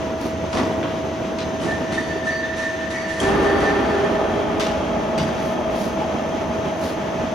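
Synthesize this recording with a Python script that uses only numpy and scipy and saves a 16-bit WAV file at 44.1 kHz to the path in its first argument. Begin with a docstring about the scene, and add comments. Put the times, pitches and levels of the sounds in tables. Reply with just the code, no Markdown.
"""A hydraulic pump whines steadily over the rumble of a roll forming machine that feeds out a steel channel.
Steel parts clack and frame modes thud; each blow decays exponentially in the factory hall.
The strip slips and squeals by stick-slip: wavering lines and noise-driven resonances, with scuffs and rasps.
The drive then takes up a heavy load: gear contacts grind as shaped noise, the gear mesh hums in harmonics,
and the sound settles into a drone."""
import sys
import numpy as np
from scipy import signal
from scipy.fft import rfft, irfft, next_fast_len
from scipy.io import wavfile

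SR = 44100
rng = np.random.default_rng(int(sys.argv[2]) if len(sys.argv) > 2 else 0)


def bounce(signal):
    """Save signal as a 16-bit WAV file at the path given by the first command-line argument."""
    frames = np.transpose(np.atleast_2d(signal))
    limited = np.clip(frames, -1, 1)
    pcm = np.round(limited * 32767).astype(np.int16)
    wavfile.write(sys.argv[1], SR, pcm)


N = 323694
SIZE = next_fast_len(N + 4096)
TIME = np.arange(N) / SR  # s
FREQ = np.maximum(np.arange(SIZE // 2 + 1) * SR / SIZE, 1)  # Hz

# the drive takes up its load, carries it in full for a while, and the grinding bites at once
LOAD_S, LOAD_HOLD_S, GRIND_ATTACK_S = 3.2, 0.43, 0.032
# dull thuds of the frame, which also shake the roll stands:
# (time [s], level [dB], pitch [Hz], 60 dB decay [s], shake [dB])
THUD_BLOWS = [(.56, -27, 244.7, 0.45, 0.5), (1.512, -29, 290.5, 0.084, -15), (1.658, -38, 233, 0.54, -7.5),
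              (3.212, -27, 300, .2, -8), (3.245, -20.5, 272.2, 0.3, -6), (3.335, -21.5, 272, .25, -15),
              (4.285, -27.5, 225, .3, -25), (5.18, -28, 185, .25, -20), (5.213, -19.5, 180, 0.3, -15),
              (5.272, -27, 172, .3, -20)]
# slips of the strip in the rolls; each scuffs, then rasps:
# (time [s], scuff level [dB], scuff rise [s], rasp level [dB])
STRIP_SLIPS = [(.55, 2, 0.037, -9.5), (1.647, 4, 0.042, -15), (1.93, 5.5, 0.012, -9),
               (2.27, 0.5, 0.024, -9), (2.58, 4, .011, -9), (2.91, 2.5, 0.0086, -4), (3.11, 1, 0.027, -15),
               (3.25, 5.5, 0.054, -22), (3.44, -2, 0.017, -11), (3.61, 0, .02, -6)]


def from_db(db):
    """Logarithmic level: decibels to an amplitude gain."""
    return 10 ** (np.asarray(db) / 20)


def rms_one(x):
    """Power normalisation: scale to unit rms."""
    return x / np.sqrt(np.mean(x ** 2) + 1e-20)


def over_hz(points):
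    """Spectral interpolation: straight lines on a log-frequency axis."""
    hz, value = np.transpose(points)
    return np.interp(np.log(FREQ), np.log(hz), value)


def filtered(x, response):
    """Linear filtering: multiply the spectrum by a frequency response."""
    return irfft(rfft(x, SIZE) * response, SIZE)[..., :N]


def drift(rate):
    """Low-pass random process: two equal poles at rate [Hz] smooth white noise to unit rms."""
    step = 40  # samples between the slow values
    pole = np.exp(-2 * np.pi * step * rate / SR)
    noise = rng.standard_normal(N // step + 2002)
    slow = signal.lfilter([1], [1, -2 * pole, pole * pole], noise)[2000:]
    return np.interp(np.arange(N) / step, np.arange(len(slow)), rms_one(slow))


def diffuse(response, grain_db=0, grain_rate=100):
    """Partial coherence: clumped, coloured noise that is partly alike at the two microphones."""
    # likeness of the two microphones: (frequency [Hz], correlation [-1 to 1])
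    likeness = [(60, .98), (130, .95), (260, .82), (500, .7), (1000, .45), (2000, .5), (4000, .55),
                (8000, .85), (14000, .8)]
    grains = rms_one(from_db(grain_db * drift(grain_rate)))
    force = rng.standard_normal((2, N)) * grains
    mid, side = rfft(force, SIZE) * response * np.sqrt(SR / 2)
    alike = np.clip(over_hz(likeness), 0, 1)
    mid = mid * np.sqrt((1 + alike) / 2)
    side = side * np.sqrt((1 - alike) / 2)
    return irfft(np.array([mid + side, mid - side]), SIZE)[:, :N]


def colour(spectrum=None, modes=()):
    """Power addition: resonances stand on a broad spectrum, as amplitude per root Hz."""
    power = from_db(over_hz(spectrum)) ** 2 if spectrum else 0
    for hz, width, level_db in modes:
        peak = 1 / (1 + ((FREQ - hz) / width) ** 2) ** 2
        area = np.pi / 2 * width
        power = power + peak * from_db(level_db) ** 2 / area
    return np.sqrt(power)


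def burst(s, rise, t60):
    """Reverberant decay: a Gaussian swell up to time s, then an exponential fall of 60 dB in t60."""
    age = TIME - s
    swell = (np.minimum(age, 0) / rise) ** 2
    decay = np.log(1000) * np.maximum(age, 0) / t60
    return np.exp(-np.minimum(swell + decay, 60))


def held(start, attack, hold, fade_db_per_s):
    """Exponential build-up with time constant attack; a steady dB fade begins hold seconds after the start."""
    age = np.maximum(TIME - start, 0)
    return (1 - np.exp(-age / attack)) * from_db(-fade_db_per_s * np.maximum(age - hold, 0))


def tone(turns, flutter_db, rate, spread):
    """Interference of hall reflections: a line's level wavers, and its phase wavers at each microphone."""
    level = np.sqrt(2) * from_db(flutter_db * drift(rate))
    ports = [np.sin(2 * np.pi * turns + spread * drift(rate)) for port in range(2)]
    return level * np.array(ports)


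def pump():
    """Periodic pressure ripple: harmonics of the vane rate, with the thin electrical whine of the drive."""
    # harmonics of the vanes: (multiple of the vane rate, level [dB])
    vane_orders = [(1, -40.5), (2, -30), (3, -47), (6, -55)]
    # whine of the drive: (frequency [Hz], level [dB])
    whine_lines = [(5168, -68), (6114, -61), (6137.5, -59), (6188, -60), (6262, -63), (6288, -62)]
    vane_hz = 323.1
    turns = np.cumsum(vane_hz * (1 + 0.0002 * drift(1.5))) / SR
    out = 0
    for k, db in vane_orders:
        out = out + from_db(db) * tone(round(k) * turns + rng.random(), flutter_db=.5, rate=8, spread=.1)
    for hz, db in whine_lines:
        out = out + from_db(db) * tone(hz * TIME, flutter_db=3.0, rate=3.6, spread=0.87)
    return out


def hall_air():
    """Stationary noise: motors and fans fill the hall, and resonances of the machine bed boom in it."""
    # motors and fans: (frequency [Hz], spectral level [dB per Hz])
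    air_spectrum = [(20, -81), (45, -82), (80, -58), (120, -66.5), (300, -58.5), (650, -65.5), (1100, -67),
                    (2300, -72.5), (3200, -74.5), (4300, -82.5), (6300, -83), (8200, -93.5), (10000, -99),
                    (12500, -103), (15500, -116)]
    # machine bed: (frequency [Hz], width [Hz], level [dB])
    bed_modes = [(80.2, 6, -43), (237, 3.1, -45)]
    return diffuse(colour(air_spectrum, bed_modes), grain_db=1.0, grain_rate=7.2)


def roll_stands():
    """Random excitation: chains and rolls rumble, lighter before the load and harder around each thud."""
    # rumble before its level curve: (frequency [Hz], relative spectral level [dB per Hz])
    rumble_spectrum = [(25, -75), (60, -64), (82, -57), (108, -57.5), (220, -51.5), (340, -53.5),
                       (480, -57), (680, -58), (1000, -65), (1800, -79.5), (4000, -103)]
    rolling_db, ease_db = -1.5, -7.5
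    ease_s, ease_time_s = 2.14, 0.45
    eased = np.clip((TIME - ease_s) / ease_time_s, 0, 1)
    eased = eased * (1 - held(LOAD_S, GRIND_ATTACK_S, 0, 0))  # the load ends the lighter running
    shaken = sum(from_db(db) * burst(s, rise=0.02, t60=1.28) for s, *_, db in THUD_BLOWS)
    rolling = from_db(rolling_db + ease_db * eased) + shaken
    return rolling * diffuse(colour(rumble_spectrum), grain_db=2.0, grain_rate=39.0)


def swishes():
    """Amplitude-modulated noise: a tick and soft swishes rise and fall in Gaussian swells."""
    # swells: (time of the top [s], level [dB], standard deviation [s])
    swish_swells = [(.213, -3, 0.0011), (.25, -7, 0.043), (5.46, -9.5, 0.055), (5.83, -4, 0.055),
                    (6.4, -21.5, 0.99), (6.875, -3.5, 0.042)]
    # colour before the swells: (frequency [Hz], relative spectral level [dB per Hz])
    swish_spectrum = [(2000, -81), (4200, -72.5), (6200, -75.5), (8000, -82.5), (10000, -80.5),
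                      (13000, -86), (15500, -83)]
    level = sum(from_db(db) * np.exp(-((TIME - s) / width) ** 2 / 2) for s, db, width in swish_swells)
    return level * diffuse(colour(swish_spectrum), grain_db=2.0)


def steel_ring(s, modes, split_hz, length_s, count):
    """Beating of close partials: one blow rings clusters, each partial with its own phase at each microphone."""
    out = np.zeros((2, N))
    span = (TIME >= s) & (TIME < s + length_s)
    age = TIME[span] - s
    spread_db = 1.5  # a blow stirs each mode with a strength of its own
    for hz, db in modes:
        gain = from_db(db + spread_db * rng.standard_normal()) * np.sqrt(2 / count)
        for partial_hz in hz + split_hz * rng.standard_normal(count):
            port_phase = rng.normal(0, 0.49, (2, 1))
            out[:, span] += gain * np.sin(2 * np.pi * (partial_hz * age + rng.random()) + port_phase)
    return out


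def clacks(crack_db=-9, crack_t60=0.023):
    """Impact excitation: a short crack, a rattling steel ring and the struck part's own note decay."""
    # blows: (time [s], level [dB], low edge [Hz], top edge [Hz], 60 dB decay [s],
    #         the part's own note [Hz], relative note level [dB])
    blows = [(0.53, -3, 150, 10000, 0.4, 5330, -42), (0.572, -3.5, 300, 9000, 0.49, 1950, -37),
             (.586, -9, 1200, 8000, 0.13, 3900, -44), (.829, -5.5, 1000, 3780, 0.71, 3200, -46),
             (1.386, -2.5, 1780, 8000, 0.34, 2130, -43), (1.399, -13, 3000, 5300, .28, 4040, -39),
             (1.601, -12, 1800, 5000, .35, 3070, -40), (1.926, -12, 1800, 7000, 0.97, 3650, -44),
             (3.2, 11, 6800, 10300, 0.17, 3240, -27), (4.598, 4, 1900, 12500, 0.37, 3600, -39),
             (4.607, -4, 2300, 9000, 0.28, 2480, -36), (4.664, -11, 1800, 9000, 1, 2880, -45),
             (5.179, -0.5, 1220, 15000, 0.43, 4730, -41), (5.197, -5, 2500, 7000, 0.16, 3470, -41)]
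    # dense ring before the blow's level: (frequency [Hz], relative spectral level [dB per Hz])
    ring_spectrum = [(100, -73), (400, -84), (1000, -49.5), (1600, -61.5), (2300, -65), (4200, -71),
                     (6200, -73), (8000, -81.5), (10000, -82), (15500, -93)]
    # modes of the struck steel: (frequency [Hz], relative level [dB])
    steel_modes = [(2400, -45), (2510, -45), (2770, -46), (2960, -43), (3430, -45), (3680, -44),
                   (3960, -47), (4140, -48), (4624, -47), (4885, -47), (5300, -49), (5720, -50),
                   (6185, -50), (7950, -51)]
    pair_split_hz, note_split_hz = 22, 55  # a close pair for each mode, a wider cluster for the note
    dense, out = diffuse(colour(ring_spectrum)), 0
    rattle = rms_one(from_db(2 * drift(220)))  # loose parts rattle on after a blow
    for s, db, low_hz, top_hz, t60, note_hz, note_db in blows:
        crack = from_db(crack_db) * burst(s, 0.00036, crack_t60)
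        shape = burst(s, .0007, t60) * rattle + crack
        top_hz = np.clip(top_hz, low_hz + 100, SR * .45)
        band = signal.butter(2, [low_hz, top_hz], "band", fs=SR, output="sos")
        ring = dense + steel_ring(s, steel_modes, pair_split_hz, t60, count=2)
        note = steel_ring(s, [(note_hz, note_db)], note_split_hz, t60, count=6)
        out = out + from_db(db) * signal.sosfilt(band, ring * shape) + note * shape
    return out


def scuffs():
    """Sliding friction: each slip of the strip is a gritty swell of clumped noise."""
    # colour before the swells: (frequency [Hz], relative spectral level [dB per Hz])
    scuff_spectrum = [(1000, -71.5), (2000, -74), (3500, -77.5), (4800, -80.5), (6200, -81), (8200, -84),
                      (10500, -90.5), (13000, -109.5), (15500, -102)]
    level = sum(from_db(db) * burst(s, rise, t60=0.75) for s, db, rise, _ in STRIP_SLIPS)
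    return level * diffuse(colour(scuff_spectrum), grain_db=1.0, grain_rate=36)


def thuds(width_hz=48, ring_db=-4.0, blur_db=-4.0):
    """Modal decay: a low mode of the frame booms as a line, blurred by the hall into a noise band."""
    out = 0
    for s, db, hz, t60, _ in THUD_BLOWS:
        ring = from_db(ring_db) * tone(hz * (TIME - s), flutter_db=1.5, rate=20, spread=0.25)
        blur = diffuse(colour(modes=[(hz, width_hz, blur_db)]))
        out = out + from_db(db) * burst(s, 0.0029, t60) * (ring + blur)
    return out


def squeal():
    """Stick-slip: one fluttering mode of the strip stirs its neighbours; hard grips squeak, and slips rasp."""
    # squeaks where the strip grips hardest: (start [s], hold [s], level [dB])
    hard_grips = [(1.681, .065, -28.5), (1.975, 0.0081, -20), (2.262, 0.037, -23), (2.315, 0.021, -25),
                  (2.354, 0.062, -29), (2.427, 0.024, -24.5), (2.49, 0.016, -29), (2.526, 0.015, -25.5),
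                  (2.578, .018, -25.5), (2.617, .055, -25), (3.102, 0.015, -26), (3.155, 0.0099, -36),
                  (3.236, 0.022, -27), (3.323, 0.027, -32), (3.43, 0.063, -32.5), (3.657, .05, -24),
                  (3.738, .03, -33), (3.955, .03, -32.5), (4.037, 0.04, -33)]
    # modes stirred by the squeal: (frequency [Hz], width [Hz], relative level [dB])
    stirred_modes = [(1900, 32, -29), (1810, 36, -11), (3850, 300, -22), (6170, 64, -25.5)]
    # ragged ring in the hall, which outlasts the squeal: (frequency [Hz], width [Hz], relative level [dB])
    tail_modes = [(1787, 22, -34)]
    # upper modes of the rasps: (frequency [Hz], width [Hz], relative level [dB])
    rasp_modes = [(1937, 70, -28.5), (2240, 30, -42), (5960, 100, -45)]
    # course of a rasp: (delay after the slip [s], rise [s], 60 dB decay [s])
    delay, rise, t60 = (0.058, 0.052, 0.9)
    squeal_hz, wander_hz = 1787, 11
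    sing_s, sing_attack_s, sing_hold_s = 1.41, 0.51, 2.2
    sing_db, pan_db = -35.5, -2  # pan: left minus right, ahead of the microphone ports

    flutter = rms_one(from_db(3 * drift(60)))
    singing = from_db(sing_db) * held(sing_s, sing_attack_s, sing_hold_s, fade_db_per_s=26)
    grips = sum(from_db(db) * held(s, .005, hold, fade_db_per_s=700) for s, hold, db in hard_grips)
    turns = np.cumsum(squeal_hz + wander_hz * drift(45)) / SR
    main = np.hypot(singing * flutter, grips) * tone(turns, flutter_db=1.2, rate=60, spread=.3)
    stirred = np.hypot(singing, grips) * diffuse(colour(modes=stirred_modes))
    tail_level = held(sing_s, sing_attack_s, sing_hold_s, fade_db_per_s=14.5)
    tail = tail_level * diffuse(colour(modes=tail_modes))
    rasp_level = sum(from_db(db) * burst(s + delay, rise, t60) for s, *_, db in STRIP_SLIPS)
    rasps = rasp_level * diffuse(colour(modes=rasp_modes))
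    return (main + stirred + tail + rasps) * from_db(np.array([[1], [-1]]) * pan_db / 2)


def whistles():
    """Modal self-excitation: higher modes of the strip catch and sing on as thin lines."""
    # lines: (start [s], hold [s], frequency [Hz], level [dB])
    whistle_lines = [(1.94, .36, 3570, -53), (1.95, .23, 4580, -52), (2.27, .09, 6010, -48),
                     (2.295, .07, 4565, -43), (2.41, .06, 3565, -48), (2.6, .35, 3590, -55),
                     (2.9, .1, 5990, -48), (2.92, .1, 2230, -42.5), (2.945, .09, 4565, -46),
                     (3.12, .33, 4565, -55), (3.45, .33, 3575, -51), (3.475, .25, 4565, -48),
                     (3.82, .07, 4565, -51)]
    out = 0
    for s, hold, hz, db in whistle_lines:
        line = tone(hz * TIME, flutter_db=2.2, rate=45, spread=.8)
        out = out + from_db(db) * held(s, .015, hold, fade_db_per_s=130) * line
    return out


def loaded_drive():
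    """Resonant filtering of contact noise: throbbing gear contacts give way to a steadier drone in the frame."""
    # colours before the level curves: (frequency [Hz], relative spectral level [dB per Hz])
    grind_spectrum = [(22, -90), (50, -54), (85, -53), (130, -62), (290, -48), (520, -54), (900, -55.5),
                      (1400, -58.5), (2300, -67), (3300, -72.5), (4500, -80), (7500, -90.5), (10000, -92),
                      (15500, -113)]
    drone_spectrum = [(25, -97.5), (55, -54.5), (110, -77), (200, -50.5), (320, -89), (490, -65),
                      (630, -47.5), (740, -66), (1050, -63.5), (1600, -72.5), (2600, -73.5), (4300, -102.5),
                      (15500, -115)]
    # resonances of housing, housing around the mesh pitch, frame:
    # (frequency [Hz], width [Hz], relative level [dB])
    housing_modes = [(266, 7, -39.5), (797, 17, -33.5), (1140, 52, -50), (3250, 130, -46.5)]
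    mesh_body = [(405, 55, -31.5)]
    frame_modes = [(233, 9.8, -36), (660, 120, -33), (850, 26, -33.5), (1268, 32, -42), (1770, 2.8, -45.5),
                   (3230, 67, -48)]
    grind_db, drone_db = 1, 3
    grinding = from_db(grind_db) * held(LOAD_S, GRIND_ATTACK_S, LOAD_HOLD_S, fade_db_per_s=10.5)
    droning = from_db(drone_db) * held(LOAD_S, 0.81, LOAD_HOLD_S, fade_db_per_s=2)
    throb_hz = 14 + 2.98 * drift(1.9)
    throb = from_db(1.2 * np.sin(2 * np.pi * np.cumsum(throb_hz) / SR))
    grind = diffuse(colour(grind_spectrum, housing_modes + mesh_body), grain_db=0.0, grain_rate=220)
    drone = diffuse(colour(drone_spectrum, frame_modes), grain_db=2.0, grain_rate=160)
    return throb * grinding * grind + droning * drone


def gear_mesh(wander_hz=6.08):
    """Tooth-meshing harmonics: a rough hum rises a little in pitch as the load eases; a faint hum stays."""
    # harmonics of the mesh: (multiple of the mesh rate, relative level [dB])
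    mesh_orders = [(1, -3), (2, -14), (3, -18)]
    loaded_hz, free_hz, settle_s = 391, 413, 0.55
    loaded_db, free_db = -21, -45
    strain = np.exp(-np.maximum(TIME - LOAD_S, 0) / settle_s)
    hz = free_hz + (loaded_hz - free_hz) * strain
    turns = np.cumsum(hz + wander_hz * drift(21.5)) / SR
    hum = 0
    for k, db in mesh_orders:
        hum = hum + from_db(db) * tone(round(k) * turns, flutter_db=3, rate=22.0, spread=0.5)
    loaded = from_db(loaded_db) * held(LOAD_S, 0.04, LOAD_HOLD_S, fade_db_per_s=9)
    free = from_db(free_db) * (1 - strain)
    return np.maximum(loaded, free) * hum


def scene():
    """Superposition: the pressures of all the sources add."""
    machine = pump() + hall_air() + roll_stands()
    blows = clacks() + thuds()
    strip = swishes() + scuffs() + squeal() + whistles()
    load = loaded_drive() + gear_mesh()
    return machine + blows + strip + load


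def record(dry):
    """Interaural-type differences: two microphone ports differ in level and phase; a low-pass cuts the top."""
    # (frequency [Hz], left minus right [dB])
    balance = [(40, 0), (130, -1.4), (260, -2), (500, -0.9), (1000, 1.5), (2000, 0.24), (4000, 2),
               (8000, 0.36)]
    # (frequency [Hz], phase by which left leads [rad])
    lead = [(20, 0), (500, 0), (650, .35), (1030, .4), (1810, -.6), (2840, .5), (4130, 0), (5170, .5),
            (6200, -.4), (8400, -3.14), (11300, -6.28), (14900, -9.4)]
    sides = np.array([[1], [-1]]) / 2
    ports = from_db(sides * over_hz(balance)) * np.exp(1j * sides * over_hz(lead))
    low_pass = signal.ellip(10, .1, 80, 15800, fs=SR, output="sos")  # cutoff in Hz
    return signal.sosfilt(low_pass, filtered(dry, ports))


dry = scene()
out = record(dry)
bounce(out)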